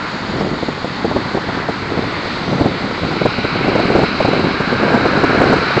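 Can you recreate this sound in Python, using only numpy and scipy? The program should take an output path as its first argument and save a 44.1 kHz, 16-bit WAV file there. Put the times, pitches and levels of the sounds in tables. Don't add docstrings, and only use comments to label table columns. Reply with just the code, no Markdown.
import sys
import numpy as np
from scipy import signal
from scipy.fft import rfft, irfft
from scipy.io import wavfile
from scipy.ndimage import uniform_filter1d

SR = 44100
rng = np.random.default_rng(int(sys.argv[2]) if len(sys.argv) > 2 else 0)


def master_out(mix):
    frames = np.transpose(np.atleast_2d(mix))
    ceiling = np.clip(frames, -1, 1)
    pcm = np.round(ceiling * 32767).astype(np.int16)
    wavfile.write(sys.argv[1], SR, pcm)


N = 255780
T = np.arange(N) / SR

# frequency_hz, density_db
HARD_WIND_SPECTRUM = [(20, -34), (60, -15.5), (140, -1), (240, -1), (400, 0), (700, -6.5), (1000, -15),
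                      (1600, -28), (4000, -48.5)]


def undb(db):
    return 10 ** (np.asarray(db) / 20)


def unit(x):
    return x / np.sqrt(np.mean(x ** 2))


def curves(table):
    time_s, *columns = np.transpose(table)
    return [np.interp(T, time_s, column) for column in columns]


def swell(peak_s, level_db, length_s):
    return undb(level_db) * np.exp(-2 * ((T - peak_s) / length_s) ** 2)


def noise(spectrum):
    hz, db = np.transpose(spectrum)
    f = np.maximum(np.fft.rfftfreq(N, 1 / SR), 1)
    gain = undb(np.interp(np.log(f), np.log(hz), db)) * np.minimum(f / hz[0], 1)
    return unit(irfft(rfft(rng.standard_normal(N)) * gain, N))


def drift(rate_hz):
    f = np.fft.rfftfreq(N, 1 / SR)
    gain = np.exp(-(f / rate_hz) ** 2) * (f > 0)
    return unit(irfft(rfft(rng.standard_normal(N)) * gain, N))


def band(centre_hz, width_hz):
    phase = 2 * np.pi * np.cumsum(centre_hz * np.ones(N)) / SR
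    return unit(drift(width_hz) * np.cos(phase) + drift(width_hz) * np.sin(phase))


def low_pass(x, cutoff_hz):
    return signal.sosfilt(signal.ellip(8, .2, 70, cutoff_hz, fs=SR, output="sos"), x)


def hisses():
    # peak_s, level_db, length_s, centre_hz, width_hz
    hiss_bands = [(.4, -38, 0.03, 5000, 630), (.3, -55, 1.6, 6870, 200), (2.53, -50, .2, 5900, 400)]
    return sum(swell(*envelope) * band(hz, width_hz) for *envelope, hz, width_hz in hiss_bands)


def scintillation(x, depth_db=0.86, rate_hz=9):
    centres = np.arange(8, 14)
    octave = np.log2(np.maximum(np.fft.rfftfreq(N, 1 / SR), 1))
    octave = np.clip(octave, centres[0], centres[-1])
    spectrum = rfft(x)
    parts = (irfft(spectrum * np.maximum(1 - abs(octave - c), 0), N) for c in centres)
    return sum(part * undb(depth_db * drift(rate_hz)) for part in parts)


def tyres():
    # time_s, level_db, near_share
    traffic = [(0.0, -30.0, 0.47), (0.4, -30.5, 0), (1.2, -30.5, 0.07), (1.9, -30, 0.33),
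               (2.25, -28.0, 0.18), (2.7, -30, 0.16), (3.0, -28.0, 0.36), (3.3, -27.0, 0.91),
               (3.9, -25.0, 1.0), (4.35, -26.0, 0.94), (4.6, -27.5, 0.77), (5.0, -26.5, 0.96),
               (5.45, -26.5, 0.96), (5.8, -23.5, 0.78)]
    # frequency_hz, density_db
    far_spectrum = [(40.0, -11), (170.0, -0.5), (650.0, -3.5), (930.0, 0.5), (1430.0, -3.5), (1650.0, -6.5),
                    (1950.0, -2), (2750.0, -12.5), (3600.0, -9.5), (4500.0, -8), (4950.0, -16.0),
                    (5600.0, -26), (6500.0, -27.5), (7800.0, -34)]
    # frequency_hz, density_db
    near_spectrum = [(100.0, -3), (650.0, -2.5), (1000.0, 0.5), (1450.0, 3.5), (1820.0, -6), (2200.0, 2),
                     (2900.0, -5.5), (3500.0, -13), (3950.0, -1.5), (4400.0, -6.5), (5050.0, -13),
                     (5650.0, -25), (7800.0, -35.5)]
    level_db, near_share = curves(traffic)
    far = undb(5.5) * np.sqrt(1 - near_share) * noise(far_spectrum)
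    near = undb(5.0) * np.sqrt(near_share) * noise(near_spectrum)
    return scintillation(far + near) * undb(level_db)


def closest_car():
    # time_s, roar_db, howl_db, pitch_hz
    passage = [(0.15, -29, -34.5, 1420.0), (0.6, -41, -38.5, 1391), (1.6, -26, -40, 1431),
               (3.0, -49.5, -34, 1385), (3.7, -30, -34.5, 1510.0), (4.35, -29, -35.5, 1525),
               (4.7, -24.5, -26.5, 1553), (5.3, -21, -22.0, 1484), (5.8, -23, -26, 1458)]
    # frequency_hz, density_db
    roar_spectrum = [(500, -10), (1050, 2), (1700, 1.5), (3300, -28.5), (5000, -23), (8000, -39)]
    roar_db, howl_db, pitch_hz = curves(passage)
    return undb(roar_db) * noise(roar_spectrum) + undb(howl_db) * band(pitch_hz, width_hz=180)


def wind_strength(breeze_db=-31.5, freshen_db_per_s=1.5):
    # peak_s, level_db, length_s
    gusts = [(.42, -22.5, 0.2), (1.162, -28, 0.14), (1.535, -29, .12), (2.02, -26.5, 0.21),
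             (2.61, -20, 0.2), (3.11, -23, .13), (3.717, -18, 0.14), (3.955, -13, 0.099),
             (4.37, -16.5, .17), (4.932, -16.5, 0.29), (5.433, -13, 0.19)]
    return undb(breeze_db + freshen_db_per_s * T) + sum(swell(*gust) for gust in gusts)


def wind(hard_from_db=-18, transition_db=1.5, flutter_db=8):
    # frequency_hz, density_db
    light_spectrum = [(20, -30.5), (45, -16), (80, -6), (155, -0.5), (270, -0.5), (450, -10), (700, -22),
                      (1200, -30), (3000, -58)]
    flutter = np.tanh(drift(rate_hz=75) / 2)
    level_db = 20 * np.log10(wind_strength()) + flutter_db * flutter
    hard_share = 1 / (1 + np.exp((hard_from_db - level_db) / transition_db))
    light_air = undb(0.5) * np.sqrt(1 - hard_share) * noise(light_spectrum)
    hard_air = undb(-3.5) * np.sqrt(hard_share) * noise(HARD_WIND_SPECTRUM)
    return undb(level_db) * (light_air + hard_air)


def small_eddies(spacing_s=1 / 28, length_s=.005, over_wind_db=3.5, spread_db=2.6):
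    jitter, strength = rng.uniform(-0.82, 1, (260, 2)).T
    peaks_s = np.cumsum(spacing_s * (1 + .8 * jitter))
    levels_db = over_wind_db + spread_db * strength
    puffs = sum(swell(s, db, length_s) for s, db in zip(peaks_s, levels_db) if s < T[-1])
    return wind_strength() * puffs


def thump(start_s, level_db, attack_s=.003, hold_s=.0064, release_s=.0067):
    age_s = T - start_s
    tail_s = np.maximum(age_s - attack_s - hold_s, 0)
    rise = np.clip(age_s / attack_s, 0, 1)
    return undb(level_db) * rise * np.exp(-np.minimum(tail_s / release_s, 20))


def eddies():
    # start_s, level_db
    strikes = [(0.287, -24.5), (0.359, -20), (0.405, -17), (0.444, -16.5), (0.623, -16.5), (0.681, -14.5),
               (0.843, -17), (1.044, -9.5), (1.111, -15.0), (1.158, -13), (1.344, -13), (1.368, -13.5),
               (1.484, -15.5), (1.684, -15), (1.971, -18), (2.525, -12.5), (2.608, -11), (2.654, -8.5),
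               (3.118, -19.5), (3.211, -11), (3.251, -5.5), (3.38, -14.5), (3.441, -14.5), (3.551, -14),
               (3.677, -12), (3.75, -7.5), (3.788, -8.5), (3.847, -11.5), (3.95, -5.5), (4.029, -7.5),
               (4.2, -10), (4.246, -9.5), (4.278, -8.5), (4.333, -15.5), (4.437, -12.5), (4.483, -15.5),
               (4.599, -10.5), (4.723, -14.5), (4.827, -8), (4.936, -10.5), (5.052, -9.5), (5.169, -12.5),
               (5.232, -4.5), (5.291, -11), (5.372, -10), (5.412, -7), (5.497, -7), (5.524, -9.5),
               (5.766, -11)]
    pressure = noise(HARD_WIND_SPECTRUM)
    local_power = uniform_filter1d(pressure ** 2, 350)
    even_pressure = pressure / np.sqrt(local_power + 1e-3)
    ragged = undb(2.5 * drift(rate_hz=170))
    thumps = undb(1.1) * sum(thump(*strike) for strike in strikes)
    return ragged * even_pressure * np.hypot(thumps, small_eddies())


def scene():
    return (tyres() + closest_car() + wind() + eddies() + hisses())[None]


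def record(dry, ceiling=.73, knee=10):
    rounded = dry / (1 + np.abs(dry / ceiling) ** knee) ** (1 / knee)
    clipped = np.clip(low_pass(rounded, cutoff_hz=7900), -.71, .71)
    return low_pass(clipped, cutoff_hz=15800)


dry = scene()
out = record(dry)
master_out(out)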